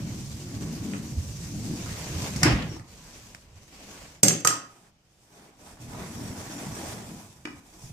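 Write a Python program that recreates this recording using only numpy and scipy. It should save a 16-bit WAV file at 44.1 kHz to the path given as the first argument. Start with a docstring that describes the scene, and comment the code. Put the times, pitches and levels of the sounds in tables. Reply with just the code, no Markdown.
"""A low judder, a rasp and a fibre hiss: a hand drags a damp cloth, wrapped round a small hard tool,
along the plastic rim of a shower tray. Uneven slips push the hollow tray; shaped noise rings rim and tool.
Knocks are bursts of noise over soft thuds; the bare tool falls and bounces, then a finger rubs the cloth.
Faint squeaks whistle, loose cloth rustles, and sparse echoes of a small tiled bathroom ring on.
Two microphone ports of unlike colour stand close by."""
import sys
import numpy as np
from scipy import signal
from scipy.fft import rfft, irfft
from scipy.io import wavfile
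from scipy.ndimage import uniform_filter1d

SR = 44100
rng = np.random.default_rng(int(sys.argv[2]) if len(sys.argv) > 2 else 0)


def transcribe(u):
    """Save the signal u as a 16-bit wav file named by the first command-line argument.

    u: samples, shape (n,) or (channels, n), limited to [-1, 1]; the rate is SR.
    q: integer samples, one column per channel.
    """
    v = np.clip(np.atleast_2d(u).T, -1, 1)
    q = np.round(v * 32767).astype(np.int16)
    wavfile.write(sys.argv[1], SR, q)


def volts_from_db(level):
    """Convert decibel levels to linear amplitude ratios."""
    exponent = np.asarray(level, float) / 20
    return 10 ** exponent


N = 349272  # length [samples]

# modes of the hollow tray: (frequency [Hz], relative level [dB], t60 [s])
TRAY_MODES = [(50, -5.5, 0.6), (80, -3.5, 0.1), (120.7, 2, 0.31), (160, 2.5, 0.063), (204, 3, 0.085),
              (248, 0.5, 0.083), (289.6, -1, 0.13), (318, 0.5, 0.13), (362, 0.5, .09), (440, -1, 0.057)]
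# modes of the plastic rim: (frequency [Hz], relative level [dB], t60 [s])
RIM_MODES = [(1262, 3, .12), (2320, 0, .055), (2440, -2, .055), (445, -2, .05), (490, -5, .05),
             (560, -2, .05), (636, -3, .05), (712, 2, .08), (850, -8, .03), (1500, -2, .04),
             (1900, -2, .03), (2130, -4, .04), (1680, -3, .04), (2640, 0, .04), (2850, 0, .04),
             (3100, 1, .04)]
# modes of the hard tool: (frequency [Hz], relative level [dB], t60 [s])
TOOL_MODES = [(4980, 3, .035), (5830, -7.5, .025), (5900, -8.5, .03), (6000, -2.5, 0.035), (6125, -3, .045),
              (6400, -3.5, .025), (6440, -0.5, .025), (6625, -2, .03), (6960, -4, .02), (6750, -2, .015),
              (7410, -2.5, .02), (7420, -1.5, .02), (7500, -2, .02), (8050, -2.5, 0.022), (8300, 3, 0.035),
              (8980, -10, 0.016), (9630, -7.5, .012)]
MUFFLED, BARE = 0.078, 1  # hardness 0-1 of a muffled blow, and of the bare tool


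def evened(x):
    """Scales to rms 1."""
    return x / np.sqrt(np.mean(abs(x) ** 2) + 1e-20)


def peaked(x):
    """Scales to peak 1."""
    return x / abs(x).max()


def read(points, hz):
    """Reads a table on a log-frequency axis."""
    f, value = np.transpose(points)
    return np.interp(np.log(hz + 1), np.log(f + 1), value)


def add(mix, s, sound):
    """Mixes a sound in at time s."""
    part = mix[..., round(s * SR):][..., :sound.shape[-1]]
    part += sound[..., :part.shape[-1]]


def follow(table):
    """Gains of the dB columns of a curve, sample by sample; all but silent outside it."""
    s, *columns = np.transpose(table)
    return volts_from_db([np.interp(np.arange(N) / SR, s, c, -120, -120) for c in columns])


def wander(seconds):
    """Random drift of rms 1, smoothed over the given time."""
    span = round(seconds * SR)
    return evened(uniform_filter1d(uniform_filter1d(rng.standard_normal(N), span), span))


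def resonate(x, hz, width):
    """A moving resonance of gain 1: shift down, smooth, shift back."""
    turn = np.exp(2j * np.pi * np.cumsum(hz * np.ones(len(x))) / SR)
    r = np.exp(-np.pi * width / SR)
    return 2 * (turn * signal.lfilter([1 - r], [1, -r], x / turn + 1e-18)).real


def resonate_twice(x, hz, width, second_width):
    """Two resonances in a row at one pitch give steeper skirts."""
    return resonate(resonate(x, hz, width), hz, second_width)


def ringing(modes, seconds, centre_hz, db_per_octave):
    """Answer of a body to one click; modes far from the centre of the blow are weaker."""
    t = np.arange(round(seconds * SR)) / SR
    hz, db, t60 = np.transpose(modes)[:, :, None]
    db = db - db_per_octave * abs(np.log2(hz / centre_hz))
    return (volts_from_db(db - 60 * t / t60) * np.sin(2 * np.pi * hz * t)).sum(0)


def tinted(x, modes, centre_hz, share):
    """Adds the share of a rubbing noise that rings a body."""
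    body = ringing(modes, 0.33, centre_hz, 1.9)[None]
    return evened(x + share * evened(signal.oaconvolve(x, body, axes=1)[:, :N]))


def paired(a, b, hz):
    """Left and right spectra: alike in the bass, unrelated in the treble."""
    # diffuse sound: (frequency [Hz], left-right likeness [-1 to 1])
    likeness = [(60, 0.97), (150, 0.94), (380, 0.86), (940, 0.33), (2360, -0.02), (5910, 0.04),
                (14800, -0.01)]
    same = np.clip(read(likeness, hz), -1, 1)
    return np.array([a, same * a + np.sqrt(1 - same ** 2) * b])


def noise(spectra, patchy_db, flicker_db):
    """Diffuse two-channel noise with drifting patches and a shared flicker; its colour changes with the grip."""
    regrip_s = 4.2  # the tool is dropped; from here a finger presses the cloth
    frames, hz = N // 128 + 5, np.fft.rfftfreq(512, 1 / SR)
    a, b, c, d, patches = rng.standard_normal((5, frames, 257))
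    patches = evened(uniform_filter1d(uniform_filter1d(patches, size=20, axis=0), size=7, axis=1))
    flicker = evened(uniform_filter1d(rng.standard_normal(frames), size=5))[:, None]
    tool, finger = (evened(volts_from_db(read(spectrum, hz))) for spectrum in spectra)
    colour = np.where(np.arange(frames)[:, None] * 128 / SR < regrip_s, tool, finger)
    z = paired(a + 1j * b, c + 1j * d, hz) * colour
    z = z * volts_from_db(patchy_db * patches + flicker_db * flicker)
    return evened(signal.istft(z, nperseg=512, noverlap=384, time_axis=1, freq_axis=2)[1][:, :N])


def still_room():
    """The quiet bed of the room: steady diffuse noise, strongest in the bass."""
    # colour of the still room: (frequency [Hz], density [dB per Hz])
    bed = [(15, -44.5), (25, 10), (159, -10.5), (577, -18), (678, -15.5), (796, -17), (1830, -24.5),
           (2040, -25), (3000, -20), (5210, -26), (10000, -40), (15200, -44)]
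    return volts_from_db(-64.5) * noise((bed, bed), 0.84, .6)


def tiles(x):
    """Sparse echoes of random sign off the tiles, each band dying at its own speed."""
    # decay of the bathroom: (frequency [Hz], t60 [s])
    decay = [(80, 0.59), (260, 0.38), (700, 0.52), (1800, 0.41), (3200, 0.4), (6000, 0.33), (12000, 0.23)]
    taps = np.zeros((2, SR))
    at = np.arange(130, SR - 20, 20) + rng.integers(0, 20, (2, (SR - 131) // 20))
    np.put_along_axis(taps, at, rng.choice([-1., 1.], at.shape), 1)
    hz, t, z = signal.stft(taps, SR, nperseg=256)
    dying = volts_from_db(-60 * t / read(decay, hz)[:, None])
    tail = signal.istft(z * dying, SR, nperseg=256)[1][:, :SR]
    hz = np.fft.rfftfreq(SR, 1 / SR)
    bass_cut = np.hypot(1, (140 / (hz + 1)) ** 2)  # echoes thin in the bass; the tray carries the deep ring
    tail = irfft(paired(*rfft(tail), hz) / bass_cut)
    return signal.fftconvolve(x[None], tail / np.linalg.norm(tail[0]), axes=1)[:, :N]


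def room(x):
    """Three sets of echo paths take turns, so the echoes stay varied and smooth."""
    turns_hz, echo_db = 3, -6.5
    turn = 2 * np.pi * turns_hz * np.arange(N) / SR
    paths = (tiles(x * np.sqrt(2 / 3) * np.cos(turn + 2 * np.pi * k / 3)) for k in range(3))
    return volts_from_db(echo_db) * sum(paths)


def squeak(seconds, hz, db):
    """A fuzzy, wavering whistle: noise through a narrow resonance that sinks a little."""
    sag, waver_share, width_hz = .02, .006, 200  # sag and waver are shares of the pitch
    n = round(seconds * SR)
    drive = rng.standard_normal((2, n))
    waver = evened(uniform_filter1d(rng.standard_normal(n), size=1500))
    hz = hz * (1 + waver_share * waver + sag * np.linspace(.5, -.5, n))
    whistle = evened(np.array([resonate_twice(d, hz, width_hz, 2 * width_hz) for d in drive]))
    return volts_from_db(db) * whistle * signal.windows.tukey(n, .6)


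def squeaks():
    """Faint squeaks of damp cloth, each a whistle of its own pitch."""
    # whistles: (start [s], end [s], pitch [Hz], level [dB])
    whistles = [(2.674, 2.796, 5570, -53), (3.622, 3.68, 6200, -68), (6.06, 6.168, 7950, -63),
                (6.067, 6.415, 5650, -60), (6.246, 6.32, 7950, -60), (6.496, 6.62, 5600, -56),
                (6.553, 6.614, 7100, -52.5), (6.702, 6.924, 8300, -58), (6.705, 6.8, 5700, -52)]
    mix = np.zeros((2, N))
    for start, end, hz, db in whistles:
        add(mix, start, squeak(end - start, hz, db))
    return mix


def thud(db, hz, length, rung):
    """A soft push, its length in cycles, sets the tray booming by the share rung."""
    cycles = hz * np.arange(SR // 4) / SR
    push = -np.sin(2 * np.pi * cycles) * cycles * np.exp(-cycles / length)
    push = peaked(resonate_twice(push, hz, 1.5 * hz, 1.5 * hz))
    boom = signal.fftconvolve(push, ringing(TRAY_MODES, .4, hz, 6.0))[:len(push)]
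    fade = signal.windows.tukey(2 * len(push), .3)[len(push):]
    return volts_from_db(db) * (push + rung * peaked(boom)) * fade


def bumps():
    """Dull, short low bumps on the tray, some under the falling tool."""
    # soft blows: (time [s], level [dB], centre [Hz])
    soft_blows = [(1.165, -21, 73.7), (2.486, -19, 129.4), (2.521, -18.5, 59.5), (2.538, -33, 117),
                  (2.715, -33.5, 323), (4.24, -19, 255), (4.32, -26.5, 352), (7.835, -36, 136),
                  (7.872, -55, 116), (7.9, -43, 109.5)]
    mix = np.zeros((2, N))
    for s, db, hz in soft_blows:
        add(mix, s, thud(db, hz, 0.88, 0.18))
    return mix


def clatter(modes, centre_hz, width, top, seconds, rung, db_per_octave):
    """Some ms of chatter give a broad band round the centre and ring the modes."""
    rise_share = .3  # share of the chatter in which it grows
    mode_scatter = .006  # each blow lands elsewhere and shifts the modes by about this share
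    t = np.arange(SR // 4) / SR
    swell = np.exp(-(t / seconds) ** 2) * np.minimum(t / (rise_share * seconds), 1)
    chatter = rng.standard_normal((2, len(t))) * swell
    chatter = irfft(paired(*rfft(chatter), np.fft.rfftfreq(len(t), 1 / SR)), len(t))
    for _ in range(2):  # flatten the spectrum of the chatter so that every mode rings steadily
        z = rfft(chatter)
        chatter = irfft(z / abs(z), len(t)) * np.exp(-(t / (1.5 * seconds)) ** 4)
    width_hz = width * centre_hz
    band = [resonate_twice(c, centre_hz, width_hz, width_hz) for c in chatter]
    broad = np.array([resonate(b, centre_hz, 2 * width_hz) for b in band])
    broad = signal.lfilter(*signal.butter(2, 0.17 * centre_hz, "high", fs=SR), broad)
    broad = signal.lfilter(*signal.butter(2, min(top * centre_hz, SR / 2.1), fs=SR), broad)
    modes = np.array(modes) * (1 + mode_scatter * rng.standard_normal((len(modes), 1)) * [1, 0, 0])
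    body = ringing(modes, 0.215, centre_hz, db_per_octave)[None]
    ring = signal.fftconvolve(chatter, body, axes=1)[:, :len(t)]
    sound = evened(broad) + rung * evened(ring)
    return evened(sound) * np.sqrt(seconds / t[-1] / 8)  # energy of a burst whose peak is near 1


def knock(hardness, chatter_ms, crack_db, crack_hz, clack_db, clack_hz, thud_db, thud_hz):
    """Chatter gives a high crack and a lower clack of the rim, ringing more when hard, over a thud."""
    # modes of a muffled crack: (frequency [Hz], relative level [dB], t60 [s])
    muffled_modes = [(4900, -6, 0.017), (5450, -1, .014), (6500, -4, .01)]
    seconds = chatter_ms / 1000
    crack_modes = TOOL_MODES if hardness > .5 else muffled_modes
    crack_ring, rim_ring = 0.68 + 1.2 * hardness, 0.39 + 0.75 * hardness
    crack = clatter(crack_modes, crack_hz, 2.0, 1.9, seconds, crack_ring, 17)
    clack = clatter(RIM_MODES, clack_hz, 1.1, 1.2, 1.1 * seconds, rim_ring, 26)
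    return volts_from_db(crack_db) * crack + volts_from_db(clack_db) * clack + thud(thud_db, thud_hz, 0.51, 0.58)


def dry_tick():
    """One short, dry tick close to the microphone, sent to no echoes."""
    # (time [s], chatter [ms], crack level [dB], crack centre [Hz], clack level [dB], clack centre [Hz],
    # thud level [dB], thud centre [Hz])
    tick = (3.3475, 2, -34.5, 6300, -29, 2200, -48, 161)
    mix = np.zeros((2, N))
    add(mix, tick[0], knock(MUFFLED, *tick[1:]))
    return mix


def knocks():
    """Knocks on the rim: muffled ones of hand or wrapped tool, ringing off-centre ones as the tool falls bare."""
    # (time [s], chatter [ms], crack level [dB], crack centre [Hz], clack level [dB], clack centre [Hz],
    # thud level [dB], thud centre [Hz])
    blows = [(0.9341, 5.4, -48, 5200, -29, 2400, -37, 413), (0.944, 7.4, -48, 5200, -31.5, 1100, -34, 400),
             (1.859, 5, -35.5, 5200, -35, 1210, -46, 106), (2.219, 4.2, -28.5, 5200, -44, 600, -36.5, 139),
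             (2.359, 9.3, -29, 5200, -40, 1660, -29, 200), (2.421, 11, -46, 5200, -27, 900, -27, 250),
             (2.4304, 6.8, -9, 5500, -10.5, 1880, -17, 141),
             (2.441, 10.5, -25, 5300, -15.5, 1920, -26, 250),
             (2.455, 10.4, -32.5, 5200, -20, 1900, -13.5, 315),
             (2.519, 13, -35.5, 5400, -24, 2000, -37, 250), (2.555, 9.8, -39.5, 5400, -35, 2012, -36, 250),
             (2.623, 6, -41.5, 5300, -42, 2000, -44, 252), (2.764, 4.9, -57, 5200, -32.5, 850, -43, 115),
             (2.795, 3.5, -44.5, 5200, -38, 1610, -44, 128), (3.556, 5.2, -54.5, 6200, -65, 2500, -49, 89),
             (4.148, 4.9, -51, 6800, -56.5, 2130, -57, 159),
             (4.2303, 7.2, -3, 7300, -12, 591.6, -18.5, 176),
             (4.2498, 2.8, -18.5, 8200, -21, 2204, -20, 267),
             (4.257, 6, -26.5, 6200, -22.5, 640, -24.5, 200), (4.281, 5.4, -5.5, 6300, -21, 2600, -36, 160),
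             (4.305, 7.2, -30.5, 6000, -20.5, 2600, -37.5, 153),
             (4.401, 7.2, -35.5, 6800, -52, 2410, -44, 220),
             (4.4475, 6.7, -12.5, 7000, -9.5, 1280, -30.5, 160),
             (4.4722, 3.64, -4.5, 7000, -10.5, 2700, -36.5, 402),
             (4.5, 9.9, -26, 6000, -21, 1400, -33, 278), (7.452, 6.3, -36, 4900, -24, 2350, -31.5, 290),
             (7.472, 5, -47, 4900, -32, 1190, -35, 280)]
    drop_start_s, drop_end_s = 4.2, 4.51  # the bare tool falls and bounces
    drop_pan_db = -2  # left against right
    mix = np.zeros((2, N))
    for s, *blow in blows:
        falling = drop_start_s < s < drop_end_s
        pan = volts_from_db(falling * drop_pan_db * np.c_[[.5, -.5]])
        add(mix, s, knock(BARE if falling else MUFFLED, *blow) * pan)
    return mix


def rustling():
    """Rasp, hiss and rumble gains of the loose cloth brushing past: each rustle swells, peaks and fades."""
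    # (start [s], length [s], rasp level [dB], fibre hiss level [dB], rumble level [dB],
    # place of the peak [share of the length])
    brushes = [(2.653, 0.2, -59, -57.5, -59, 0.32), (2.839, 0.63, -53, -53.5, -52, 0.42),
               (3.41, 0.18, -60.5, -67, -53, 0.61), (3.539, 0.16, -58.5, -60.5, -56, 0.5),
               (3.668, 0.55, -49, -52, -53.5, 0.46), (4.55, 0.37, -58.5, -63, -80, 0.55),
               (4.981, 0.53, -70, -68, -83, 0.62), (5.243, 0.32, -55.5, -65, -67, 0.66),
               (5.531, 0.25, -52, -55.5, -54, 0.66), (7.549, 0.32, -55.5, -56, -60.5, 0.67),
               (7.814, 0.14, -57, -53.5, -49, 0.48)]
    edge_db = 14  # softness of a rustle's ends
    gains = np.zeros((3, N))
    for start, length, *levels_db, top in brushes:
        bend = np.log(.5) / np.log(np.clip(top, .1, .9))  # moves the peak to its place
        u = np.linspace(1e-3, 1 - 1e-3, round(length * SR)) ** bend
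        add(gains, start, volts_from_db(np.c_[levels_db] + edge_db * np.log10(np.sin(np.pi * u))))
    return gains


def sway():
    """Deep rumble of the moving arm and cloth: noise round 45 Hz."""
    return evened(resonate_twice(rng.standard_normal(N), 45, 100, 100))


def judder(force, drag_gain):
    """The cloth sticks and slips unevenly and pushes the hollow tray, over a wandering drag rumble."""
    slips_hz, slips_wander_db, drag_wander_db = 184.6, 1.37, 2.5
    hz = slips_hz * volts_from_db(slips_wander_db * wander(.04))
    wobble = evened(uniform_filter1d(rng.standard_normal(N), size=500))
    slips = np.diff(np.floor(np.cumsum(hz * volts_from_db(2.5 * wobble)) / SR), prepend=0)  # one click a slip
    slips = evened(slips * volts_from_db(2.7 * rng.standard_normal(N))) + 0.79 * rng.standard_normal(N)
    push = evened(resonate_twice(slips, hz, 220, 260))
    boom = evened(signal.oaconvolve(push, ringing(TRAY_MODES, .12, 240, 1.4))[:N])
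    push = 0.78 * push + boom  # the hand damps the ring
    push /= np.sqrt(uniform_filter1d(push ** 2, size=9000) + 1e-9)  # the hand keeps its mean force
    drag = evened(resonate(resonate(rng.standard_normal(N), 100, 82), 96, 130))
    return force * push + drag_gain * volts_from_db(drag_wander_db * wander(0.058)) * drag


def rub():
    """Judder, rasp coloured by rim and runner, and fibre hiss follow strokes and rustles."""
    # two long strokes along the rim; the first ends as the cloth slams off the corner:
    # (time [s], judder level [dB], drag rumble level [dB], rasp level [dB], fibre hiss level [dB])
    strokes = [
        [(0.0, -33, -41, -47.5, -50.5), (0.28, -48.5, -39.5, -54, -48.5), (0.5, -40.5, -42, -51, -50),
         (0.66, -33.5, -37, -49, -48.5), (0.79, -36, -58, -49.5, -47.5), (0.9, -33, -45.5, -48.5, -48),
         (1.1, -41.5, -41, -52.5, -49.5), (1.4, -55, -39, -52.5, -48), (1.55, -36, -39.5, -52, -46.5),
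         (1.75, -34.5, -39, -46.5, -45.5), (1.93, -49, -41.5, -43, -44.5), (2.2, -40, -35.5, -40, -41.5),
         (2.41, -41.5, -33, -42, -43.5), (2.47, -37, -21.5, -22.5, -48), (2.56, -28.5, -31.5, -33, -50),
         (2.68, -42, -38, -44.5, -58), (2.86, -75.5, -54, -69, -78)],
        [(5.77, -61, -59, -57, -72), (5.82, -52, -49, -52, -50.5), (5.88, -41, -65, -50.5, -55.5),
         (5.99, -43, -49, -42, -50.5), (6.11, -42, -45.5, -47, -50.5), (6.26, -39, -41.5, -44.5, -49),
         (6.48, -47, -45.5, -43.5, -47.5), (6.6, -40.5, -51, -41, -47), (6.76, -40.5, -46, -41.5, -46),
         (6.9, -46.5, -43.5, -41, -45), (7.02, -44.5, -52, -46.5, -51.5), (7.15, -42.5, -60, -49.5, -52),
         (7.26, -63, -52, -55, -56), (7.44, -76, -57, -64, -65), (7.6, -64, -53, -59, -62)],
    ]
    # colours of the rasp, with the tool, then with the finger: (frequency [Hz], density [dB per Hz])
    rasp_colours = [(210, -36), (350, -8), (537, -6.5), (926, -8.5), (997, -7), (1330, -11), (3000, -9.5),
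                    (4500, -14.5), (5850, -50.5), (9900, -120)], [(210, -26.5), (350, -8), (520, -13.5),
                    (760, -8), (1020, -11.5), (1420, -16), (1810, -16.5), (4500, -23), (5850, -55),
                    (9900, -120)]
    # colours of the fibre hiss, with the tool, then with the finger: (frequency [Hz], density [dB per Hz])
    hiss_colours = [(1470, -17.5), (2500, -8), (3910, 0), (5090, -2.5), (6890, -3), (8450, -8), (9610, -12),
                    (14300, -16), (15200, -20)], [(1470, -32.5), (2500, -1), (2740, -12), (3430, 1.5),
                    (4310, -4.5), (5570, -2.5), (7490, -4), (8200, -5), (15200, -16)]
    # metal door runner, sings under the stroke: (frequency [Hz], relative level [dB], t60 [s])
    runner_modes = [(1005, 0, .35), (1127, -2, .35)]
    force, drag, *rim = sum(follow(stroke) for stroke in strokes)
    *loose, rumble = rustling()
    # the hand's pressure wavers by 1 dB; fibres catch in quick, uneven grains
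    unsteady_db = 1 * wander(0.024) + .7 * wander(.002)
    rasp_gain, hiss_gain = np.add(rim, loose) * volts_from_db(unsteady_db)
    rasp = tinted(noise(rasp_colours, 1.2, 0.8), RIM_MODES, 700, 0.11)
    rasp = tinted(rasp, runner_modes, 910, 0.25)
    hiss = tinted(noise(hiss_colours, 1.3, 0.23), TOOL_MODES, 6500, 0.028)
    tray = judder(force + volts_from_db(-4) * loose[0], drag)  # rustles judder 4 dB below their rasp
    return tray + rumble * sway(), rasp_gain * rasp + hiss_gain * hiss


def scene():
    """Strokes, squeaks, knocks and bumps, the echoes of tray and blows, and the still room."""
    tray, cloth = rub()
    blows = knocks() + bumps()
    close = cloth + dry_tick() + squeaks()
    echoes = room(blows.sum(0) + tray)
    return tray + close + blows + echoes + still_room()


def top_cut(x):
    """Nothing passes above the cut-off."""
    return signal.sosfilt(signal.butter(12, 15390, fs=SR, output="sos"), x)


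def record(dry):
    """Each microphone port has its own colour; then a bass cut and hard overload."""
    # difference of the ports: (frequency [Hz], left over right [dB])
    port_colour = [(60, -4), (92, 1), (140, -6.5), (210, 5), (330, 1), (500, 2.5), (760, -2), (1160, -2),
                   (1780, -5), (2720, 1), (4150, 6.5), (6340, 1), (9680, -13.5), (14800, -6.5)]
    # colour of both ports: (frequency [Hz], gain [dB])
    shared_colour = [(780, 0), (1000, -3.5), (1250, -0.5), (2500, 0), (3150, -3), (3450, -4.5),
                     (3850, -4.5), (4250, -4), (4700, 0.5), (5300, 2.5), (6000, 4), (8500, 3), (9300, -1),
                     (15000, 2.5)]
    edge_hz, low_cut_hz = 15500, 31
    hz = np.fft.rfftfreq(1024, 1 / SR)
    colour_db = np.outer([.5, -.5], read(port_colour, hz)) + read(shared_colour, hz)
    colour = volts_from_db(colour_db) * (hz < edge_hz)
    taps = np.roll(irfft(colour), 512, axis=1) * np.hanning(1024)
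    heard = signal.oaconvolve(dry, taps, "same", axes=1)
    heard = signal.lfilter(*signal.butter(1, low_cut_hz, "high", fs=SR), heard)
    return top_cut(np.clip(heard, -1, 1))


dry = scene()
out = record(dry)
transcribe(out)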